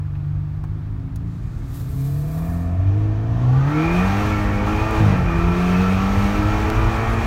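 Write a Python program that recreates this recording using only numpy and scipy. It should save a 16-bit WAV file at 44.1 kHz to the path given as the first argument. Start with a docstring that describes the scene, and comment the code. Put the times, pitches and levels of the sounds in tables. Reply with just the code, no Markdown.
"""A turbocharged V8 heard from the driver's seat: it cruises, turns a corner, pulls hard through first gear,
shifts up with a stuttering exhaust burp and pulls again. Its boom is a set of tones locked to the crankshaft;
drone, growl, rasp and snarl are repeating pressure and pulsing noise ringing through resonances.
The tyres rumble, the trim ticks, the wheel rim hisses through a hand and the turbos hiss: all shaped noise.
Wavering narrow bands make the intake's roar and rings, and one dry click comes late."""
import sys
import numpy as np
from scipy import signal
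from scipy.fft import rfft, irfft, next_fast_len
from scipy.io import wavfile
from scipy.ndimage import map_coordinates

SR = 44100
rng = np.random.default_rng(int(sys.argv[2]) if len(sys.argv) > 2 else 0)


def unload_wav(signal):
    """Save mono or channel-first audio to the path in sys.argv[1] as 16-bit WAV at rate SR, clipped to [-1, 1]."""
    wavfile.write(
        sys.argv[1],
        SR,
        np.round(np.clip(np.atleast_2d(signal).T, -1, 1) * 32767).astype(np.int16),
    )


N = 320166
SECONDS = np.arange(N) / SR


def amp(db):
    """Decibels to gain."""
    return 10 ** (np.asarray(db) / 20)


def unit(x):
    """The sound scaled to an average (rms) level of 1."""
    return x / np.sqrt(np.mean(x ** 2) + 1e-20)


def lookup(x, rows):
    """Each later column of a table, read at x along its first column."""
    knots, *columns = np.transpose(rows)
    return [np.interp(x, knots, column) for column in columns]


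def curves(rows):
    """One value per sample for each column after the time."""
    return lookup(SECONDS, rows)


def envelope(start, length, attack, sag_db_per_s, release):
    """A loudness shape: attack, a sagging hold and a release."""
    age = SECONDS - start
    shape = np.interp(age, [0, attack, length, length + release], [0, 1, 1, 0])
    return shape * amp(-sag_db_per_s * np.clip(age, 0, None))


def wobble(rate):
    """A smooth random curve with `rate` random knots a second."""
    at = np.linspace(0, N, N // 32)  # a coarse grid is enough for a slow curve
    knots = rng.standard_normal(int(N * rate / SR) + 4)
    return np.interp(np.arange(N), at, map_coordinates(knots, [at * rate / SR]))


def filtered(x, response):
    """The sound with each frequency multiplied by a response."""
    size = next_fast_len(N + SR // 2)
    return irfft(rfft(x, size) * response(np.fft.rfftfreq(size, 1 / SR)), size)[:N]


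def coloured(x, spectrum):
    """The sound through a tone curve of (frequency [Hz], level [dB]) points on a log axis."""
    hz, db = np.transpose(spectrum)
    return filtered(x, lambda f: amp(np.interp(np.log(f + 1), np.log(hz), db)))


def resonate(x, modes):
    """The sound through resonances side by side, each boosting a narrow range; their signs alternate."""
    def response(f):
        total = 0
        for k, (centre, width, db) in enumerate(modes):
            peak = 1j * f * width / (centre * centre - f * f + 1j * f * width)
            total = total + (-1) ** k * amp(db) * peak
        return total
    return filtered(x, response)


def noise(spectrum):
    """Coloured noise of rms 1."""
    return unit(coloured(rng.standard_normal(N), spectrum))


def narrow_band(hz, width_hz):
    """A fuzzy line of rms 1 that follows a pitch: a wave with two randomly wobbling parts."""
    phase = 2 * np.pi * np.cumsum(hz * np.ones(N)) / SR
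    return unit(wobble(width_hz) * np.cos(phase) + wobble(width_hz) * np.sin(phase))


def drift(x, share, rate):
    """The sound read at a wandering speed, so its frequencies wander by a small share."""
    return np.interp(np.cumsum(1 + share * wobble(rate)), np.arange(N), x, period=N)


def cabin(x, t60, wet_db):
    """Short reflections between glass and trim make each gliding line swell and fade."""
    t = np.arange(SR // 5) / SR
    tail = rng.standard_normal(len(t)) * amp(-60 * t / t60)  # falls 60 dB in t60 seconds
    return x + amp(wet_db) * signal.fftconvolve(x, tail / np.linalg.norm(tail))[:N]


# How fast the engine spins: (time [s], speed [turns/s])
CRANK_SPEED = [(0,24.3),(.3,24.25),(.75,25.45),(1.25,27.5),(1.8,31.4),(2.2,36.2),(2.5,42.6),(2.7,43.4),(3.0,52.1),(3.18,53.2),(3.55,64.7),(3.8,78.4),(4.2,103),(4.3,104.4),(4.45,101.9),(4.6,101.4),(4.8,107.4),(4.9,108.9),(5.0,107.7),(5.2,88.3),(5.3,84.7),(5.4,84.5),(5.5,87.3),(5.7,90),(6.1,97.7),(6.5,104.5),(6.95,111.2),(7.26,114)]


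def crankshaft():
    """Crankshaft speed, and the turns made so far: speed added up over time."""
    speed, = curves(CRANK_SPEED)
    return speed, np.cumsum(speed) / SR


# How crank orders reach the seat, swelling and fading as they sweep through the cabin's modes:
# (frequency [Hz], level [dB]) in each path
SHAKE_PATH = [(24, -55), (75, -44.5), (95, -24), (114, -27)]
EXHAUST_PATH = [(50, -54), (75, -36), (88, -22.5), (98, -14), (110, -21.5), (130, -14), (166, -23.5),
                (182, -16), (200, -24), (217, -33), (226, -28.5)]
FIRING_PATH = [(98, -22.5), (122, -27.5), (136, -17.5), (170, -23.5), (195, -40), (245, -32.5), (290, -28),
               (315, -19), (340, -28), (395, -44.5), (430, -31), (452, -40)]
HUM_PATH = [(146, -27), (160, -36.5), (166, -31.5), (177, -42), (190, -63), (260, -36.5), (312, -33),
            (385, -53.5), (455, -36.5), (540, -46), (680, -39.5)]
UPPER_ODD_PATH = [(200, -55), (235, -57.5), (275, -40.5), (300, -44.5), (335, -44), (385, -58.5),
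                  (450, -38.5), (540, -49), (730, -41.5), (775, -47), (930, -40.5), (1100, -35)]
UPPER_EVEN_PATH = [(190, -51), (222, -42), (250, -50), (271, -35.5), (292, -45), (322, -50), (380, -60),
                   (440, -42.5), (510, -48), (860, -38.5), (910, -49), (1040, -53), (1300, -43)]
THIRD_PATH = [(72, -32), (90, -44.5), (130, -38.5), (180, -35), (208, -58), (265, -35), (282, -37.5),
              (315, -27), (345, -36)]
FIFTH_PATH = [(121, -56), (134, -35.5), (170, -39), (208, -59), (245, -60), (275, -36.5), (315, -40),
              (392, -50), (460, -32.5), (488, -40.5), (515, -36.5), (565, -45.5)]
TENTH_PATH = [(245, -64), (265, -42), (278, -43), (295, -66), (520, -61), (700, -50), (1150, -47.5)]
LOPE_PATH = [(250, -49), (600, -49)]
# Tones of the boom; the half orders are the lope of unequal cylinders:
# (order [cycles/turn], path, level added at 0 dB load [dB], level gained with load [dB/dB])
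ORDERS = [(1, SHAKE_PATH, 0.1, .05), (2, EXHAUST_PATH, 0.08, .02), (3, THIRD_PATH, .1, .02),
          (3.5, LOPE_PATH, .1, .45), (4, FIRING_PATH, 0.1, 0.17), (4.5, LOPE_PATH, 1.5, .45),
          (5, FIFTH_PATH, -.5, .01), (5.5, LOPE_PATH, -1, .45), (6, HUM_PATH, 0.1, 0.014),
          (7, UPPER_ODD_PATH, -1, 0.03), (8, UPPER_EVEN_PATH, 1, .1), (9, UPPER_ODD_PATH, -4.5, 0),
          (10, TENTH_PATH, 1, 0), (11, UPPER_ODD_PATH, -10, -.04), (12, UPPER_EVEN_PATH, -8, .04),
          (13, UPPER_ODD_PATH, -11.5, -.09)]


def boom(turns, speed, load_db, flutter_db, swell_db, sway):
    """Tones at multiples of the crank speed, smooth at cruise and blurred under load."""
    unrest = amp(0.2 * load_db)
    out = np.zeros(N)
    for order, path, db, growth in ORDERS:
        flicker_db = unrest * np.sqrt(order) * (flutter_db * wobble(22) + swell_db * wobble(7))
        level_db = db + lookup(order * speed, path)[0] + growth * load_db + flicker_db
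        phase = 2 * np.pi * (order * turns + rng.random())
        phase_sway = unrest * sway * order * wobble(24)
        out += np.sqrt(2) * amp(level_db) * np.sin(phase + phase_sway)
    return out


def engine_cycle(turns, half_order_db, top_order, jitter):
    """Pressure repeating every two turns; unequal cylinders add half orders, gears a whine."""
    order = np.arange(2 ** 12 + 1) / 2
    half = order % 1 > 0
    # half orders start above 4, whole orders above 6
    present = (order > 4) & (order <= top_order) & (half | (order > 6))
    whine_db = 6 * np.exp(-((order - 29) / 1.3) ** 2)
    random_phase = np.exp(2j * np.pi * rng.random(len(order)))
    cycle = irfft(present * amp(half_order_db * half + whine_db) * random_phase)
    cycle_turns = np.arange(len(cycle)) * 2 / len(cycle)
    return np.interp(turns + jitter * wobble(70), cycle_turns, cycle, period=2)


def firing(turns, modes, tonal, depth, flutter_db):
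    """Repeating pressure and pulsing turbulence ring resonances that swell and fade separately."""
    def ring(x):
        total = 0
        for k, mode in enumerate(modes):
            total = total + (-1) ** k * amp(flutter_db * wobble(16)) * resonate(x, [mode])
        return unit(total)

    wave = cabin(engine_cycle(turns, half_order_db=-2.5, top_order=72, jitter=.003), t60=.09, wet_db=0)
    # the noise pulses at one, two and four cycles a turn
    gate = np.exp(depth * sum(np.cos(2 * np.pi * k * turns) for k in (1, 2, 4)))
    puffs = cabin(gate * rng.standard_normal(N), t60=.14, wet_db=-5)
    share = np.clip(tonal, 0, 1)
    turbulence = drift(ring(puffs), share=.01, rate=6)
    return unit(np.sqrt(share) * ring(wave) + np.sqrt(1 - share) * turbulence)


# How hard the engine works: (time [s], load [dB])
LOAD = [(0.0, -34), (1.25, -38), (1.7, -27), (2.1, -31), (2.4, -20.5), (2.8, -20.5), (3.25, -17), (3.5, -8),
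        (3.66, -4.5), (3.8, -0.3), (4.05, 2.5), (4.5, -1.5), (5.03, 1), (5.14, 0), (5.23, -2), (5.29, -1),
        (6.5, -0.5), (7.0, 3), (7.26, 3.5)]
# Panels drone as the engine passes its middle speeds: (speed [turns/s], level [dB])
DRONE = [(30, -69.5), (35, -50), (42, -41), (52, -43), (60, -41.5), (68, -53), (85, -60)]
# What the load brings out: (load [dB], growl [dB], rasp [dB], snarl [dB])
VOICING = [(-42, -83, -68, -67), (-19.5, -44, -52, -59.5), (-8, -35.5, -47, -58), (-4.5, -35.5, -36.5, -49),
           (-0.5, -29, -30, -38), (1, -27, -29, -37.5)]
# Resonances of the four voices: (frequency [Hz], width [Hz], relative level [dB])
DRONE_MODES = [(651, 45, 3.5), (712, 59, 1.5), (1110, 66, -11.5), (1336, 64, -16), (1630, 63, -13.5),
               (1830, 70, -12.5)]
GROWL_MODES = [(246, 110, 0), (440, 160, -2.5), (650, 61, 0), (748, 84, 1), (840, 88, 1.5),
               (1034, 158, -3.5)]
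RASP_MODES = [(1162, 58, -3.5), (1250, 57, -3.5), (1339, 52, 0.5), (1477, 79, -5), (1600, 140, -7),
              (1831, 82, -7.5), (2005, 130, -14)]
SNARL_MODES = [(2210, 102, 0.5), (2435, 92, 2), (2574, 96, -3), (2735, 130, -8)]
# The ignition cut for the shift, and the burp that fills it
CUT_S, CUT_LENGTH_S = 5.002, .245
CUT_DUCK_DB = -3  # change in the boom
BURP_DB, BURP_ATTACK_S, BURP_SAG_DB_PER_S, BURP_RELEASE_S = -14.5, 0.0059, 28.5, 0.08


def engine(turns, speed):
    """The boom, panels that drone with speed, and growl, rasp and snarl that follow the load."""
    load_db, = curves(LOAD)
    growl_db, rasp_db, snarl_db = lookup(load_db, VOICING)
    drone_db, = lookup(speed, DRONE)
    cut = envelope(CUT_S, CUT_LENGTH_S, BURP_ATTACK_S, 0, BURP_RELEASE_S)
    tones = boom(turns, speed, load_db, flutter_db=.95, swell_db=.7, sway=.09)
    drone = amp(drone_db) * firing(turns, DRONE_MODES, tonal=0.72, depth=0.22, flutter_db=1.3)
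    growl = amp(growl_db) * firing(turns, GROWL_MODES, tonal=0.46, depth=0.26, flutter_db=2.2)
    rasp = amp(rasp_db) * firing(turns, RASP_MODES, tonal=0.7, depth=0.15, flutter_db=2.4)
    snarl = amp(snarl_db) * firing(turns, SNARL_MODES, tonal=0.59, depth=0.2, flutter_db=2.5)
    return amp(CUT_DUCK_DB * cut) * tones + drone + growl + rasp + snarl


# Rise and fall of the tyre rumble: (time [s], relative level [dB])
ROAD = [(0.0, -37), (1.3, -30.5), (2.7, -30), (4.1, -26), (5.4, -23.5), (5.9, -27.5), (6.5, -23),
        (7.26, -23)]
# Tone of the floor rumble and of the tread roar: (frequency [Hz], relative level [dB])
RUMBLE = [(12, -48.5), (22, -17), (42, 0), (52, -0.5), (70, -4.5), (95, -2.5), (125, -9), (170, -18),
          (240, -24), (400, -32), (800, -53), (3000, -110)]
TREAD = [(100, -21), (200, -7), (290, -5.5), (365, 5.5), (500, 1.5), (700, 4), (1200, 2.5), (1700, -3),
         (2500, -11), (4000, -15), (7000, -24), (10000, -29), (15500, -28)]


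def road():
    """Tyre noise: a lumpy low rumble through the floor and a steady tread roar."""
    rumble = amp(curves(ROAD)[0] + 2 + 1.2 * wobble(12)) * noise(RUMBLE)
    roar = amp(-51.5 + 0.23 * wobble(11)) * noise(TREAD)
    return rumble + roar


# Trim ticks: (time [s], snap level [dB], knock level [dB], knock pitch [Hz], time to fall 60 dB [s])
TICKS = [(.153, -70, -47, 1850, .05), (.639, -56, -37, 980, .06), (1.159, -42, -47, 1800, .035),
         (4.91, -37, -45, 2400, .012)]
# Tone of the snap: (frequency [Hz], relative level [dB])
SNAP = [(800, -20), (3000, -5), (6000, 0), (9000, -2), (15500, -6)]


def trim():
    """Plastic trim ticks: a bright snap and a dull knock, both noise, that die together."""
    out = np.zeros(N)
    snap = noise(SNAP)
    for start, snap_db, knock_db, hz, t60 in TICKS:
        age = SECONDS - start
        knock = noise([(hz / 3, -25), (hz * .75, 0), (hz * 1.3, 0), (hz * 3, -28), (hz * 6, -60)])
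        decay = (age > 0) * amp(-60 * np.abs(age) / t60)
        out += decay * (amp(snap_db) * snap + amp(knock_db) * knock)
    return out


# The wheel rim sliding through a hand: (time [s], level [dB])
SLIDE = [(1.1, -88), (1.3, -67), (1.66, -60), (1.75, -47), (1.88, -51), (2.05, -47), (2.26, -52),
         (2.36, -47), (2.6, -53.5), (2.85, -71), (3, -99)]
# Tone of leather on skin: (frequency [Hz], relative level [dB])
LEATHER = [(1200, 0), (2500, -5), (4000, 1), (5200, -2), (6500, -1), (9000, -1), (10700, -2), (13500, 4),
           (15700, -1.5)]


def steering():
    """The leather rim rubs through the hand: uneven noise, duller where it is quieter."""
    slide_db = curves(SLIDE)[0] + wobble(82) + .8 * wobble(18)
    hiss = noise(LEATHER)
    bright = np.interp(slide_db, [-62, -50], [0, 1])
    dull = coloured(hiss, [(7000, 6.0), (13000, -7.5)])
    return amp(slide_db) * (bright * hiss + (1 - bright) * dull)


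# Air rushing through the turbochargers: (time [s], relative level [dB])
BOOST = [(3.25, -57), (3.6, -49), (3.95, -41), (4.25, -40), (4.5, -45), (5.0, -42), (5.22, -47), (5.7, -41),
         (6.2, -40), (6.9, -42), (7.26, -45.5)]
# Tone of the rushing air and of its fizz: (frequency [Hz], relative level [dB])
AIR = [(1500, 6), (2900, 4.5), (4000, -0.5), (4900, -5), (6000, -2.5), (7500, -11), (9500, -20),
       (11500, -28), (15500, -22)]
FIZZ = [(5000, -12.5), (9000, 0.5), (10500, -12.5), (11700, 1.5), (15500, -5)]


def turbo(turns):
    """Compressed air hisses, pulsing as the valves gulp it; its fizz grows faster than the flow."""
    flow_db = curves(BOOST)[0] + .5 * wobble(25)
    gulps = 1 + 0.065 * np.cos(2 * np.pi * 2 * turns)  # two a turn
    spool = np.interp(SECONDS, [2.6, 2.9], [0, 1])
    rush = amp(flow_db + 3.5) * unit(cabin(noise(AIR), t60=0.11, wet_db=-8.5))
    fizz = amp(1.45 * flow_db + 6.0) * noise(FIZZ)
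    return spool * gulps * (rush + fizz)


# Intake roar bands: (order [cycles/turn], wobble rate [Hz], level [dB])
SWELL_BANDS = [(12, 60, -38), (17.8, 60, -39.5), (22, 200, -45)]
SWELL_S, SWELL_ATTACK_S, SWELL_LENGTH_S, SWELL_RELEASE_S = 3.27, .33, .45, .15


def intake_swell(speed):
    """Bands of intake roar climb with the crank while the throttle opens."""
    swell = envelope(SWELL_S, SWELL_LENGTH_S, SWELL_ATTACK_S, 0, SWELL_RELEASE_S)
    bands = sum(amp(db) * narrow_band(order * speed, width_hz) for order, width_hz, db in SWELL_BANDS)
    return swell * bands


# The intake rings out: (time [s], length [s], pitch [Hz], level before sagging [dB])
RINGS = [(3.72, .21, 1335, -35), (3.811, .28, 2454, -35.5), (4.02, .25, 1335, -35.5), (4.3, .33, 2215, -41),
         (4.678, .25, 2470, -38), (5.249, .035, 2425, -36), (5.34, .18, 2450, -40),
         (5.38, .55, 1345, -36.5), (5.62, .36, 2560, -39.5), (5.95, 1.1, 1315, -33.5)]


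def intake_ring():
    """Narrow, wavering rings in the intake flare up under boost."""
    out = np.zeros(N)
    for start, length, hz, db in RINGS:
        shape = envelope(start, length, attack=.02, sag_db_per_s=8, release=.04)
        out += amp(db) * shape * narrow_band(hz * (1 + .006 * wobble(12)), 45)
    return out


# Exhaust pipe resonances: (frequency [Hz], width [Hz], relative level [dB])
PIPE_MODES = [(104, 49, -3.5), (140, 60, -4), (200, 60, -13), (324, 26, -20), (460, 14, -18),
              (714, 100, -28.5)]


def shift(turns):
    """With the ignition cut, the exhaust thumps once per engine cycle, muffled by the body."""
    turns_at_cut = np.interp(CUT_S, SECONDS, turns)
    cycles = (turns - turns_at_cut) / 2 + .035 * wobble(40)  # two turns a cycle, timing uneven
    count = np.floor(cycles)
    thumps = -np.diff(count, prepend=count[0]) * amp(0.99 * wobble(48))
    muffled = coloured(resonate(thumps, PIPE_MODES), [(700, -4), (1800, -27), (4000, -42)])
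    burp = envelope(CUT_S - BURP_ATTACK_S, CUT_LENGTH_S, BURP_ATTACK_S, BURP_SAG_DB_PER_S, BURP_RELEASE_S)
    return amp(BURP_DB) * burp * unit(muffled)


CLICK_S, CLICK_DB, CLICK_DECAY_S = 6.7018, -11, .00015


def click():
    """One dry click with no ring: a jump that dies away almost at once."""
    age = SECONDS - CLICK_S
    return amp(CLICK_DB) * (age > 0) * np.exp(-np.abs(age) / CLICK_DECAY_S)


def scene():
    """Everything in the cabin, the engine's parts locked to one crankshaft."""
    speed, turns = crankshaft()
    mix = engine(turns, speed) + road() + trim() + steering() + turbo(turns)
    mix = mix + intake_swell(speed) + intake_ring() + shift(turns) + click()
    return mix[None]


TOP_HZ = 15850


def record(dry):
    """Keeps only the frequencies below the band limit."""
    return filtered(dry[0], lambda hz: hz < TOP_HZ)[None]


dry = scene()
out = record(dry)
unload_wav(out)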